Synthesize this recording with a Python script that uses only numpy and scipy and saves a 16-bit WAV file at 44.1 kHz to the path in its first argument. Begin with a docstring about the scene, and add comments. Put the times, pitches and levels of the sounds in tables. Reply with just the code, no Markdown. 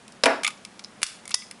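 """Hand tool on a wooden table

A small tool ticks, knocks twice on a table, clatters, is picked up, ticks in the hand and snaps twice.
Every contact is a short crack: knocks ring the wood, light touches ring the tool's own body, and the
snaps of its mechanism leave a springy ring. Close-miked in a small, quiet room with hiss and a low
rumble; a limiter ducks after the loudest hits."""
import sys
import numpy as np
from scipy import signal
from scipy.fft import rfft, irfft
from scipy.io import wavfile
from scipy.ndimage import uniform_filter1d, map_coordinates

SR = 44100
rng = np.random.default_rng(int(sys.argv[2]) if len(sys.argv) > 2 else 0)


def generate_wav(sig):
    """Save sig (samples, or channels by samples) to the path in sys.argv[1] as 16-bit PCM at SR."""
    pcm = np.round(np.clip(np.atleast_2d(sig).T, -1, 1) * 32767).astype(np.int16)
    wavfile.write(sys.argv[1], SR, pcm)


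N = 70560
T = np.arange(N) / SR


def amp(db):
    """Decibels to gain."""
    return 10 ** (np.asarray(db) / 20)


def unit(x):
    """Scale to an energy of one."""
    return x / np.sqrt(np.sum(x ** 2))


def fade(t60):
    """Exponential decay by 60 dB in t60 seconds."""
    return np.exp(-np.log(1000) * T / t60)


def delay(x, seconds):
    """Start a sound later, padded or trimmed to the scene's length."""
    return np.concatenate([np.zeros(int(seconds * SR)), x, np.zeros(N)])[:N]


def eq(x, curve, size=4096):
    """Minimum-phase EQ through (f/Hz, gain/dB) points: nothing rings ahead of an attack."""
    hz, db = np.array(curve, float).T
    bin_hz = np.maximum(np.arange(size // 2 + 1) * SR / size, 1)
    gain = amp(np.interp(np.log(bin_hz), np.log(hz), db))
    cepstrum = irfft(np.log(gain))
    cepstrum[1:size // 2] *= 2
    cepstrum[size // 2 + 1:] = 0
    impulse = irfft(np.exp(rfft(cepstrum)))
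    return signal.fftconvolve(x, impulse)[:len(x)]


def ring(modes):
    """A struck object rings as decaying sines of alternating polarity."""
    return sum((-1) ** k * amp(db) * np.sin(2 * np.pi * hz * T) * fade(t60)
               for k, (hz, db, t60) in enumerate(modes))


def diffuse(curve, low_t60, high_t60, split_hz, rise_s):
    """A wash of overlapping resonances swells and dies away, with a decay time each for lows and highs."""
    noise = rng.standard_normal(N)
    lows = signal.sosfiltfilt(signal.butter(2, split_hz, fs=SR, output="sos"), noise)
    tail = lows * fade(low_t60) + (noise - lows) * fade(high_t60)
    attack = 1 - np.exp(-T / rise_s)
    return eq(unit(tail * attack), curve)


# Tone of the hiss: f/Hz, relative level/dB
HISS_EQ = [(15, -51), (25, -20), (71, -16.5), (212, -7), (303, -10.5), (721, -9.5), (1110, -12),
           (1260, -12), (1590, -13.5), (3500, -19.5), (3970, -19.5), (4290, -21), (11000, -26.5),
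           (14300, -81), (22000, -120)]


def room_tone(hiss_db=-52, rumble_db=-57, rumble_hz=205, width_hz=38):
    """A bed of steady hiss and narrow low rumble, like a distant fan."""
    hiss = eq(rng.standard_normal(N), HISS_EQ)
    resonance = signal.iirpeak(rumble_hz, rumble_hz / width_hz, fs=SR)
    rumble = signal.lfilter(*resonance, rng.standard_normal(N))
    return np.sqrt(N) * (amp(hiss_db) * unit(hiss) + amp(rumble_db) * unit(rumble))


# Centres of a crack's five EQ bands: f/Hz
CRACK_BANDS = [450, 1200, 2500, 5200, 9500]
# Colour shared by every crack: f/Hz, gain/dB
CRACK_EQ = [(60, -17), (250, 0.5), (2800, -2.5), (3300, -3), (4400, -2), (5500, -1.5), (6500, -4.5),
            (8500, -2.5), (10000, -2.5), (11000, -4.5)]


def crack(t60, bands_db, bass_db, grit, size=2048):
    """One contact: a clean click plus `grit` times as much rough noise, coloured by its hardness."""
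    contact = grit * unit(rng.standard_normal(size) * fade(t60)[:size])
    contact[0] += 1
    spectrum, hz = rfft(contact), np.arange(size // 2 + 1) * SR / size
    lag_s = 0.000709 / np.sqrt(hz / 1000 + 1e-9)  # treble travels faster through the material
    smeared = irfft(spectrum * np.exp(-4j * np.pi * lag_s * hz))
    power = uniform_filter1d(np.abs(spectrum) ** 2, 31)
    flattened = eq(smeared, np.column_stack([hz[1:], -10 * np.log10(power[1:])]))
    hardness = [(90, bands_db[0] + bass_db), *zip(CRACK_BANDS, bands_db)]  # bass rides on the lowest band
    return eq(eq(unit(flattened), hardness), CRACK_EQ)


# Modes of the tool's body: f/Hz, level/dB, t60/s
BODY_MODES = [(1239, -30, 0.079), (2150, -18, 0.026), (2306, -24.5, 0.066), (2614, -34.5, 0.036),
              (3500, -20.5, 0.022), (4360, -37, 0.035), (6860, -28.5, 0.027), (8800, -30, 0.013),
              (10400, -43, 0.077)]
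# Bright ping of a small metal piece, also layered into knocks and snaps: f/Hz, level/dB, t60/s
PING_MODES = [(5210, -19.5, 0.0096), (5370, -24.5, 0.0053), (4060, -31, 0.015), (4280, -31.5, 0.0061),
              (5810, -31, .008)]
# Tick and clatter cues: t/s, crack t60/s, five band levels/dB, body ring/dB, ping/dB
TICK_CUES = [(0.0796, 0.016, -24, -47, -10.5, -17, -14.5, -60, -36),
             (0.1220, 0.02, -36, -34, -23, -17, -20, -57.5, -25),
             (0.2408, 0.02, -1, -2, -26, 8, 15.5, -13, -20), (0.4335, 0.036, -20, 5, 9, 3.5, 1, -14, -20),
             (0.4455, 0.031, -20, 2, -11, 5.5, 4, -35, -27),
             (0.447, 0.025, -15, -20, 21, -10, -4.5, 4, -10), (0.4661, 0.015, -22, -30, 0, 5, -22, 1.5, -8),
             (0.477, 0.0047, -22, -19, 17.5, 1.5, 4, -14, -22),
             (0.4768, 0.022, -19.5, 14.5, -9, 7.5, 5.5, -2, -15),
             (0.5046, 0.022, -35, -15, -4, -12.5, -12, -17, -22),
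             (0.5767, 0.012, -48, -34, -28, -17, -33, -50, -42),
             (0.6503, 0.013, -22, -35, -6, -9, -7.5, -21.5, -8),
             (0.7933, 0.024, -38, -9, -11, -5, -15.5, -23.5, -29),
             (0.8400, 0.01, -13, -49, -22, -7, -21.5, -33, -28),
             (0.846, 0.0057, -43, -34, -26, -33, -21, -49, -1),
             (1.0175, 0.03, -1.5, -8, 2, -12, -5, -30, -22),
             (1.0343, 0.0072, -29, -3, 5, 20.5, 21, -20, -9),
             (1.0660, 0.014, -46, -30, 1.5, 5, 0, -16, -29),
             (1.2546, 0.02, -17, -16, -33, -9.5, -12, -21, -30),
             (1.2781, 0.0066, -24, -18, -16, -9.5, -2, -21, -26),
             (1.2934, 0.02, -27, -26, -11, -11, -9, -27, -22),
             (1.3071, 0.0093, -39, -3, -7, -12, -3, -20, -24),
             (1.3111, 0.011, -26, 0, -16, -7, -9, -22, -28),
             (1.3154, 0.036, -36, -39, 2, -0.5, -14, -19, -27),
             (1.3416, 0.0061, -5.5, 2, -6, 20.5, -26, -7, -32),
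             (1.4214, 0.0083, -32, -37, -7, -12, -33, -17.5, -30),
             (1.5119, .012, -77, -14, -2.5, -25, -3.5, -22.5, -6.5)]


def tool_ticks(detune=0.02, ring_samples=8192):
    """Loose parts of the tool touch, ringing its body and a small metal piece."""
    body, ping, out = ring(BODY_MODES), ring(PING_MODES), np.zeros(N)
    for start, t60, *bands_db, body_db, ping_db in TICK_CUES:
        pitch = 1 + detune * rng.uniform(-1.07, 1)  # the grip shifts the body's pitch
        gripped = map_coordinates(body[:2 * ring_samples], [np.arange(ring_samples) * pitch])
        out += delay(crack(t60, bands_db, bass_db=-17, grit=6.9), start)
        out += delay(amp(body_db) * gripped, start) + delay(amp(ping_db) * ping, start)
    return out


# Distinct modes of the table: f/Hz, level/dB, t60/s
TABLE_MODES = [(241.5, -32, 0.35), (274.8, -23.5, 0.27), (468, -17.5, 0.11), (533.5, -16, 0.136),
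               (624, -18, 0.21), (664.7, -16.5, 0.21), (716, -43.5, .35), (820, -21, 0.17),
               (944, -34, 0.48), (983, -29, 0.15), (1115, -45, 0.72), (1464, -26.5, 0.34),
               (1658, -25, 0.17), (1667, -26, 0.33)]
# Woody wash of the table's dense modes: f/Hz, gain/dB
WOOD_EQ = [(100, -42), (170, 2), (260, 21.5), (600, 30), (1000, 26), (1600, 24), (2600, 16.5), (3300, 5.5),
           (5500, 0), (10000, -25)]
# Heavy knock cues: t/s, crack t60/s, five band levels/dB, bass offset/dB, table ring/dB, ping/dB
KNOCK_CUES = [(0.2367, 0.025, 34, 26.8, 27.5, 25.9, 10, -28, -6.5, 25),
              (0.2574, 0.028, 25.2, 26, 31.1, 14.4, 15.1, -38, 4, -4)]
# Bounces on the wood: t/s, level/dB relative to the second knock's crack
BOUNCE_CUES = [(0.263, -32), (0.2656, -8), (0.2685, -23), (0.272, -26), (0.2958, -34)]


def table_knocks(grit=4.1):
    """Two knocks ring the table; the tool chatters to rest after the second."""
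    wood = ring(TABLE_MODES) + diffuse(WOOD_EQ, low_t60=0.28, high_t60=0.28, split_hz=3900, rise_s=0.001)
    ping, out = ring(PING_MODES), np.zeros(N)
    for start, t60, *bands_db, bass_db, wood_db, ping_db in KNOCK_CUES:
        out += delay(crack(t60, bands_db, bass_db, grit), start)
        out += delay(amp(wood_db) * wood + amp(ping_db) * ping, start)
    _, t60, *bands_db, _, _, _ = KNOCK_CUES[-1]
    for start, db in BOUNCE_CUES:  # the second knock's colour, tighter and thinner
        out += amp(db) * delay(crack(t60 / 2, bands_db, bass_db=-43, grit=grit), start)
    return out


# Modes of the spring: f/Hz, level/dB, t60/s
SPRING_MODES = [(1990, -51.5, 0.23), (3335, -58, 0.28), (3680, -48, 0.16), (5000, -63, 0.27)]
# Sharp snap cues: t/s, crack t60/s, five band levels/dB, bass offset/dB, ping/dB, spring ring/dB
SNAP_CUES = [(1.0304, 0.0071, 2, 25.1, 29.4, 24.8, 23.8, 20, 2.4, 9),
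             (1.3445, 0.0096, -8, 15.1, 14, 23.5, 22.2, 11, 21.8, 17)]


def tool_snaps():
    """The mechanism snaps home with a ping and leaves a faint springy ring."""
    ping, spring, out = ring(PING_MODES), ring(SPRING_MODES), np.zeros(N)
    for start, t60, *bands_db, bass_db, ping_db, spring_db in SNAP_CUES:
        out += delay(crack(t60, bands_db, bass_db, grit=2.23), start)
        out += delay(amp(ping_db) * ping + amp(spring_db) * spring, start)
    return out


# Early reflections off things nearby: t/s, level/dB
REFLECTIONS = [(.0043, -26.5), (.0072, -21.5), (0.0106, -19.5)]
# Tone of the reverb tail: f/Hz, gain/dB
REVERB_EQ = [(100, -16), (500, -41.5), (1200, -19), (2200, -21), (4000, -15.5), (7000, -18), (10500, -20)]


def small_room(direct, send):
    """The direct sound with a few close reflections and a short tail fed by the send."""
    early = sum(amp(db) * delay(direct, lag_s) for lag_s, db in REFLECTIONS)
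    tail = diffuse(REVERB_EQ, low_t60=0.37, high_t60=0.34, split_hz=2700, rise_s=0.0017)
    return direct + early + signal.fftconvolve(send, tail)[:N]


def limiter(x, rms_ceiling=0.33, release_s=0.045, clip_level=0.88, window=33):
    """Duck at each overload, recover smoothly and clip what slips through."""
    rms = np.sqrt(np.abs(uniform_filter1d(x ** 2, window)))
    overload = np.log(np.maximum(rms / rms_ceiling, 1))
    release = np.exp(-T / release_s)
    reduction = np.maximum.accumulate(overload / release, axis=-1) * release
    gain = np.exp(-uniform_filter1d(reduction, window))
    return np.clip(x * gain, -clip_level, clip_level)


def scene():
    """Mono mix of the tool's sounds in the room, over the room tone."""
    knocks, ticks, snaps = table_knocks(), tool_ticks(), tool_snaps()
    reverb_send = amp(1) * ticks + amp(1.5) * knocks + snaps
    return (small_room(ticks + knocks + snaps, reverb_send) + room_tone())[None]


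def record(dry):
    """Output chain: high cut, limiter, and the same high cut again."""
    high_cut = signal.firwin(301, 11200, window=("kaiser", 10), fs=SR)[None]
    limited = limiter(signal.fftconvolve(dry, high_cut, "same"))
    return signal.fftconvolve(limited, high_cut, "same")


dry = scene()
out = record(dry)
generate_wav(out)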